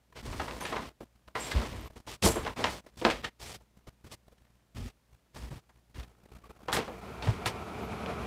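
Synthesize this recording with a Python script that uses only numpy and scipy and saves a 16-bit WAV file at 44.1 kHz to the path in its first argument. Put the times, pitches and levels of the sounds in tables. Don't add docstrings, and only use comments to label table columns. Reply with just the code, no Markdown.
import sys
import numpy as np
from scipy import signal
from scipy.fft import rfft, irfft, next_fast_len
from scipy.io import wavfile
from scipy.ndimage import uniform_filter1d

SR = 44100
rng = np.random.default_rng(int(sys.argv[2]) if len(sys.argv) > 2 else 0)


def wav_out(sig):
    wavfile.write(sys.argv[1], SR, np.round(np.clip(np.atleast_2d(sig).T, -1, 1) * 32767).astype(np.int16))


N = 364266


def from_db(db):
    return 10 ** (np.asarray(db) / 20)


def rms_one(x):
    return x / np.sqrt(np.mean(x ** 2) + 1e-20)


def in_time(rows, before=None, after=None):
    time_s, *columns = np.transpose(rows)
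    return [np.interp(np.arange(N) / SR, time_s, c, before, after) for c in columns]


def drift(rate_hz):
    r = np.exp(-80 * np.pi * rate_hz / SR)
    noise = rng.standard_normal(N // 40 + 2002)
    slow = signal.lfilter([1], [1, -2 * r, r * r], noise)[2000:]
    return np.interp(np.arange(N) / 40, np.arange(len(slow)), rms_one(slow))


def coloured(x, spectrum):
    hz, db = np.transpose(spectrum)
    grid_hz = np.maximum(np.arange(N // 2 + 1) * SR / N, 1)
    gain = from_db(np.interp(np.log(grid_hz), np.log(hz), db))
    return rms_one(irfft(rfft(x) * gain, N))


def ring(x, hz, t60_s):
    r, w = from_db(-60 / (t60_s * SR)), 2 * np.pi * hz / SR
    return signal.lfilter([0, np.sin(w)], [1, -2 * r * np.cos(w), r * r], x + 1e-18)


def grains(per_s, spread_db):
    sizes = from_db(spread_db * np.minimum(rng.exponential(1, N), 4)) * rng.choice([-1, 1], N)
    return sizes * (rng.random(N) < per_s / SR)


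def cut(x, hz, kind):
    return signal.sosfilt(signal.butter(2, hz, kind, fs=SR, output="sos"), x)


def place(out, start_s, sound):
    i = round(start_s * SR)
    n = min(len(sound), N - i)
    return np.concatenate([out[:i], out[i:i + n] + sound[:n], out[i + n:]])


# f/Hz, relative level/dB per Hz
STILL_SPECTRUM = [(18, -44), (30, -19.5), (42, -13), (64, -10.5), (85, -23.5), (208, -16.5), (243, -22),
                  (299, -24), (492, -26.5), (575, -26.5), (1330, -32.5), (4540, -38.5), (15500, -45.5)]
STILL_RMS_DB = -56


def still_house():
    return from_db(STILL_RMS_DB) * coloured(rng.standard_normal(N), STILL_SPECTRUM)


HUM_HZ, HUM_DB, HUM_OCTAVE_DB, HUM_WAVER_DB = 58.9, -56, -8, 1.5


def hum():
    phase = 2 * np.pi * HUM_HZ * np.arange(N) / SR
    tones = np.sin(phase) + from_db(HUM_OCTAVE_DB) * np.sin(2 * phase)
    return from_db(HUM_DB + HUM_WAVER_DB * drift(8)) * np.sqrt(2) * tones


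TICKS_PER_S, TICK_DB, TICK_T60_S = 12, -59, .04


def ticks():
    r = from_db(-60 / (TICK_T60_S * SR))
    clicks = np.abs(grains(TICKS_PER_S, spread_db=2.0))
    puffs = signal.lfilter([1], [1, -r], clicks + 1e-18)
    grit = rms_one(cut(cut(rng.standard_normal(N), 150, "high"), 1500, "low"))
    return from_db(TICK_DB) * puffs * grit


# start t/s, end t/s, mean level/dB, f/Hz
WHINES = [(1.795, 1.885, -69, 11900), (6.43, 6.48, -56, 1140), (7.8, 7.88, -65, 11900)]


def whines():
    t, waver = np.arange(N) / SR, from_db(7.5 * drift(30))
    tones = np.zeros(N)
    for start_s, end_s, db, hz in WHINES:
        ramps = np.clip(np.minimum(t - start_s, end_s - t) / 0.015, 0, 1)
        tones += from_db(db) * ramps * np.sin(2 * np.pi * hz * t)
    return waver * tones


# f/Hz, relative level/dB per Hz
FAN_SPECTRUM = [(35, -28.5), (60, 2), (148, -8), (194, -0.5), (283, -10), (458, -4.5), (520, -14.5),
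                (697, -7), (860, -12), (1310, -14), (1720, -23), (2350, -23), (9000, -42.5), (11700, -42),
                (19800, -120)]
# f/Hz, nominal width/Hz, level/dB re airflow
FAN_CASING = [(1316, 150, -14.5), (2358, 280, -16)]
# t/s, mean airflow level/dB
FAN_RUN_UP = [(6.0, -59.5), (6.4, -56.5), (6.65, -53), (7.1, -45.5), (7.6, -41), (8.26, -37.5)]


def fan():
    air = coloured(rng.standard_normal(N), FAN_SPECTRUM)
    casing = np.zeros(N)
    for hz, width_hz, db in FAN_CASING:
        resonance = ring(rng.standard_normal(N), hz, 2.5 / width_hz)
        casing += from_db(db) * rms_one(resonance)
    level_db, = in_time(FAN_RUN_UP, before=-120)
    return from_db(level_db + 1.13 * drift(15.5)) * (air + casing)


# t/s, nominal level/dB (1 dB added), boom f/Hz, t60/s
THUMPS = [(0.247, -33, 56, 0.17), (1.549, -12.5, 61.7, 0.15), (2.238, -18, 81, 0.13),
          (2.242, -11, 191, 0.07), (2.589, -37, 101, .2), (4.796, -33, 109.3, 0.21),
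          (5.422, -32, 55.6, 0.17), (5.506, -36, 130.8, 0.194), (5.982, -30, 56.8, 0.15),
          (7.281, -9, 110, 0.088), (7.455, -29, 114, 0.16)]


def thumps():
    out, t = np.zeros(N), np.arange(SR // 2) / SR
    for start_s, db, hz, t60_s in THUMPS:
        swell = 1 - np.exp(-t / 0.0068)
        envelope = from_db(db + 1 - 60 * t / t60_s) * swell
        out = place(out, start_s, -envelope * np.sin(2 * np.pi * hz * t))
    return out


# t/s, nominal level/dB (6 dB added), f/Hz, envelope t60/s
HIGH_RINGS = [(.607, -52, 6304, .1), (.607, -52, 9421, .2), (.607, -58, 12230, .1), (1.402, -49, 7500, .4),
              (1.402, -54, 8180, .4), (2.3, -49, 7550, .35), (2.296, -50, 12100, .1),
              (7.226, -52, 3600, .1), (7.226, -54, 4500, .1)]


def high_rings():
    out, t = np.zeros(N), np.arange(SR // 2) / SR
    for start_s, db, hz, t60_s in HIGH_RINGS:
        narrow = rms_one(ring(rng.standard_normal(len(t)), hz, .025))
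        out = place(out, start_s, from_db(db + 6 - 60 * t / t60_s) * narrow)
    return out


# t/s, level/dB before decay, nominal f/Hz (both cutoffs near 0.83 f), t60/s
SKIDS = [(2.246, -29, 8150, 0.36), (6.727, -31.5, 8800, 0.13), (7.459, -37, 9040, 0.1)]


def skids():
    out, t = np.zeros(N), np.arange(SR // 2) / SR
    for start_s, db, hz, t60_s in SKIDS:
        shake = rng.standard_normal(len(t)) * from_db(2.2 * drift(80)[:len(t)])
        bright = cut(cut(shake, hz / 1.2, "high"), hz / 1.2, "high")
        band = rms_one(cut(bright, hz * 0.83, "low"))
        envelope = from_db(db - 60 * t / t60_s) * (1 - np.exp(-t / 0.002))
        out = place(out, start_s, envelope * band)
    return out


# start t/s, nominal held-until t/s, nominal end t/s (a few rows out of order),
# rattle level/dB, rustle level/dB, cloth treble lift/dB, rumble level/dB
MOVES = [(0.148, 0.196, 0.22, -54, -48.5, -3, -50), (0.228, 0.4, 0.48, -46.5, -51, 5, -39.5),
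         (0.395, 0.58, 0.62, -45, -52, 6, -52), (0.603, 0.697, 0.72, -44, -46.5, 2, -57),
         (0.69, 0.819, 0.9, -41, -49, 0, -52), (1.352, 1.506, 1.594, -46, -43, 3, -60),
         (1.53, 1.6, 1.8, -39.5, -42, -0.5, -34), (1.688, 1.865, 1.884, -51, -55, 2, -42),
         (1.918, 1.95, 2.02, -61, -63.5, 4, -58), (1.955, 1.98, 1.988, -61, -58.5, 5, -48),
         (1.991, 2.015, 1.96, -62, -60, 7.5, -58), (2.067, 2.144, 2.166, -71, -46, 4.5, -51),
         (2.224, 2.262, 2.44, -43, -33, 13.5, -26), (2.34, 2.48, 2.54, -44.5, -48.5, -2, -41),
         (2.563, 2.695, 2.76, -39, -42.5, -0.5, -44), (2.702, 2.785, 2.802, -49, -51, 6, -56),
         (2.858, 2.875, 2.9, -56, -60, 4, -54), (2.955, 3.034, 3.13, -60, -54, 7.5, -49.5),
         (3.045, 3.077, 3.24, -58, -35, -6, -39), (3.236, 3.255, 3.29, -42, -41.5, -10.5, -42),
         (3.391, 3.551, 3.57, -74, -47.5, 6, -52), (3.865, 3.885, 3.893, -60, -60, 4, -50),
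         (4.037, 4.088, 4.102, -70, -60, 4.5, -49), (4.108, 4.138, 4.152, -62, -50, 8, -52),
         (4.748, 4.86, 4.91, -71.5, -54.5, 3, -37), (5.334, 5.385, 5.46, -62, -54, 6, -44.5),
         (5.42, 5.459, 5.497, -59.5, -61, 2.5, -43.5), (5.499, 5.535, 5.6, -56.5, -58.5, 5, -42.5),
         (5.942, 6.018, 6.01, -62, -52.5, 1, -42.5), (6.67, 6.72, 6.5, -50, -50, -2, -50),
         (6.72, 6.776, 6.88, -37, -37, 5.5, -48), (6.8, 6.882, 6.8, -47, -58, -4, -48),
         (7.223, 7.294, 7.38, -44, -44, -0.5, -32), (7.454, 7.48, 7.53, -62, -35, 0.5, -49)]
RISE_MAX_S, RISE_DB = .03, 8.0
END_MAX_DB, FADE_DB_PER_S = -56.5, 1200


def strength(column):
    power, t = np.zeros(N), np.arange(N) / SR
    for row in MOVES:
        start, held, end, db = *row[:3], row[column]
        near = slice(max(round((start - .01) * SR), 0), round((end + .1) * SR))
        held = np.clip(held, start + .004, end - .002)
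        end_db = min(db, END_MAX_DB)
        full = start + min(RISE_MAX_S, (held - start) / 3)
        times_s = [start - .01, start, full, held, end, end + .1]
        levels_db = [db - 60, db - RISE_DB, db, db, end_db, end_db - FADE_DB_PER_S / 10]
        power[near] += from_db(2 * np.interp(t[near], times_s, levels_db))
    return np.sqrt(power)


# f/Hz, level/dB, knock t60/s (scaled in rattle)
FRAME = [(261, -5, 0.12), (376.6, -1.5, 0.054), (508, 3, 0.032), (647.5, -3, 0.056), (895, 0.5, 0.023),
         (1029, 1.5, 0.044), (1268, -4.5, 0.029), (1820, 0, 0.019), (2098, -11.5, .04), (2560, -18.5, .04),
         (3000, -15, 0.013), (3870, -12.5, 0.022)]


def tube_rattle():
    joints = [grains(700, spread_db=4.0) for _ in range(3)]
    rattle = np.zeros(N)
    for k, (hz, db, t60_s) in enumerate(FRAME):
        rattle += from_db(db) * ring(joints[k % 3], hz, 0.24 * t60_s)
    return rms_one(rattle)


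def patchy(x, patch_db):
    edges_hz = np.geomspace(400, 16000, 9)
    total = np.zeros(N)
    for pair in zip(edges_hz, edges_hz[1:]):
        band = signal.sosfilt(signal.butter(1, pair, "band", fs=SR, output="sos"), x)
        total += from_db(patch_db * drift(18)) * band
    return rms_one(total)


# f/Hz, relative level/dB per Hz
CLOTH = [(500, 5), (1500, -0.5), (2500, 2), (4500, -4), (7000, -10), (10000, -14.5), (16000, -23.5)]


def cloth_rustle():
    lift_db, = in_time(sorted((s, row[5]) for row in MOVES for s in row[:2]))
    slips = grains(5000, spread_db=3.0) * from_db(1.2 * drift(45))
    rustle = patchy(coloured(slips, CLOTH), patch_db=1.5)
    treble = cut(rustle, 4000, "high")
    return rustle + (from_db(lift_db) - 1) * treble


# f/Hz, nominal width/Hz (t60 = 3 / width), level/dB
BOARDS = [(54.6, 44, 2.5), (87.4, 8.3, 0), (115, 85, 2), (172, 34, -10), (226, 83, -0.5)]


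def floor_rumble():
    load = rng.standard_normal(N)
    rumble = np.zeros(N)
    for k, (hz, width_hz, db) in enumerate(BOARDS):
        gain = from_db(db) * np.sqrt(width_hz / hz) * (-1) ** k
        rumble += gain * ring(load, hz, 3.0 / width_hz)
    return rms_one(rumble)


def handling():
    rattle = strength(column=3) * tube_rattle()
    rustle = strength(column=4) * cloth_rustle()
    return rattle + rustle + strength(column=6) * floor_rumble()


# t/s, nominal level/dB, strongest-region f/Hz, crack level/dB re body (before mix gains)
KNOCKS = [(0.125, -40.5, 700, -3), (0.164, -38.5, 840, 1), (0.327, -32, 1020, 11), (0.397, -21.5, 870, 6),
          (0.478, -28, 730, -17), (0.51, -31.5, 479, 12), (0.608, -28.5, 1010, -5), (0.652, -25, 1580, -5),
          (0.724, -21, 715, -19), (0.761, -21.5, 900, -2), (0.906, -41, 500, -7), (1.007, -31, 401, -20),
          (1.278, -39.5, 755, 7), (1.308, -43.5, 600, -4.5), (1.353, -20, 910, -25), (1.513, -23, 2020, -6),
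          (1.618, -26, 493, 1), (1.9, -41.5, 500, -5), (1.962, -38, 401, -5), (2.074, -33.5, 596, 5),
          (2.226, -24, 464, 15), (2.24, -16, 530, -14), (2.259, -11, 438, 0), (2.359, -18.5, 487, -21),
          (2.45, -28.5, 522, 9), (2.463, -21, 824, 2.5), (2.563, -34.5, 400, -15), (2.592, -23, 430, -12),
          (2.641, -15.5, 695, 14), (2.668, -23.5, 1010, -8), (2.84, -44, 398, -2), (2.863, -39, 436, -3),
          (3.015, -22.5, 440, -1), (3.05, -9, 482, 8), (3.091, -23.5, 401, 4), (3.101, -23.5, 2000, 18),
          (3.111, -30, 520, -9), (3.243, -23, 1660, 5), (3.606, -43, 500, -4.5), (3.868, -41, 432, -5),
          (4.042, -42, 400, -5), (4.068, -43.5, 403, -11), (4.115, -41, 3360, -5), (4.281, -43, 400, -5),
          (4.319, -40, 510, -14.5), (4.378, -47, 2500, 0), (4.767, -40, 940, -4.5), (5.361, -36, 806, -5),
          (5.514, -36, 420, -10), (5.694, -41, 950, -2), (5.945, -41.5, 1560, -5), (6.03, -42, 2000, 0),
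          (6.453, -46, 1104, -5), (6.505, -40, 417, -10), (6.56, -43, 500, -8), (6.6, -40, 500, -9),
          (6.684, -20, 654, 1), (6.728, -19.5, 1230, 16.5), (6.767, -17, 440, 10), (6.879, -27, 475, -5),
          (7.224, -30, 1100, 10), (7.272, -24.5, 670, 6), (7.459, -20.5, 730, 15), (8.061, -29, 432, 9)]
KNOCK_T60_AT_0_DB_S, LONGER_S_PER_DB, KNOCK_T60_MIN_S = 0.21, .003, .04


def knocks():
    out, t = np.zeros(N), np.arange(SR // 4) / SR
    for start_s, db, centre_hz, crack_db in KNOCKS:
        t60_s = max(KNOCK_T60_AT_0_DB_S + LONGER_S_PER_DB * db, KNOCK_T60_MIN_S)
        noise, luck_db = rng.standard_normal((3, len(t))), rng.normal(0, 2, len(FRAME))
        uneven = from_db(2.7 * rms_one(uniform_filter1d(noise[1], size=150)))
        decay = from_db(-60 * t / t60_s)

        scatter_decay = decay + 0.59 * from_db(-60 * t / 0.036)
        scatter = noise[0] * uneven * (1 - np.exp(-t / 0.0014)) * scatter_decay
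        scatter[0] = 5.0
        modes = np.zeros(len(t))
        for (hz, mode_db, mode_t60_s), chance_db in zip(FRAME, luck_db):
            near_db = -9.0 * np.log2(hz / centre_hz) ** 2
            modes += from_db(mode_db + chance_db + near_db) * ring(scatter, hz, mode_t60_s)
        direct = cut(cut(scatter, centre_hz / 1.6, "high"), centre_hz * 1.49, "low")
        body = rms_one(0.8 * rms_one(modes) + rms_one(direct)) * np.sqrt(t60_s)

        splinters = noise[2] * (from_db(-60 * t / 0.0089) + 0.2 * uneven * decay)
        splinters[0] = 1.9
        crack = cut(cut(cut(splinters, 1500, "high"), 3600, "low"), 4500, "low")
        knock = .2 * body + 0.48 * from_db(crack_db) * crack
        out = place(out, start_s, from_db(db) * knock)
    return out


ROOM_T60_S, ROOM_DB, WALL_CUT_HZ = 0.2, -18, 6400


def bedroom(x):
    size = next_fast_len(N + SR)
    w = 2 * np.pi * np.arange(size // 2 + 1) / size
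    pole = np.exp(-2 * np.pi * WALL_CUT_HZ / SR)
    wall, tail = (1 - pole) / (1 - pole * np.exp(-1j * w)), 0
    for k, lag in enumerate(np.geomspace(.009, .029, 8) * SR):
        round_trip = from_db(-60 * lag / SR / ROOM_T60_S) * wall * np.exp(-1j * w * lag)
        tail = tail + (-1) ** k * round_trip / (1 - round_trip)
    return irfft(rfft(x, size) * tail, size)[:N]


def scene():
    chair = knocks() + high_rings() + skids()
    background = still_house() + hum() + ticks() + whines() + fan()
    room = from_db(ROOM_DB) * bedroom(chair)
    return (background + thumps() + handling() + chair + room)[None]


GATE_DB, GATE_KNEE_DB, GATE_DEPTH_DB = -49, 4.5, -14.5
GATE_WINDOW_S, GATE_EDGE_S, GATE_LOW_HZ = 0.0086, .003, 58.3


def noise_gate(x):
    power = uniform_filter1d(cut(x, GATE_LOW_HZ, "high") ** 2, size=round(GATE_WINDOW_S * SR))
    level_db = 10 * np.log10(power + 1e-12)
    shut = np.clip((GATE_DB - level_db) / GATE_KNEE_DB, 0, 1)
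    return from_db(GATE_DEPTH_DB * uniform_filter1d(shut, size=round(GATE_EDGE_S * SR)))


MIC_LOW_HZ, STOPBAND_HZ = 40, 16300


def record(dry):
    heard = cut(cut(dry, MIC_LOW_HZ, "high"), MIC_LOW_HZ, "high")
    gated = heard * noise_gate(heard[0])
    return signal.sosfilt(signal.cheby2(14, 60, STOPBAND_HZ, fs=SR, output="sos"), gated)


dry = scene()
out = record(dry)
wav_out(out)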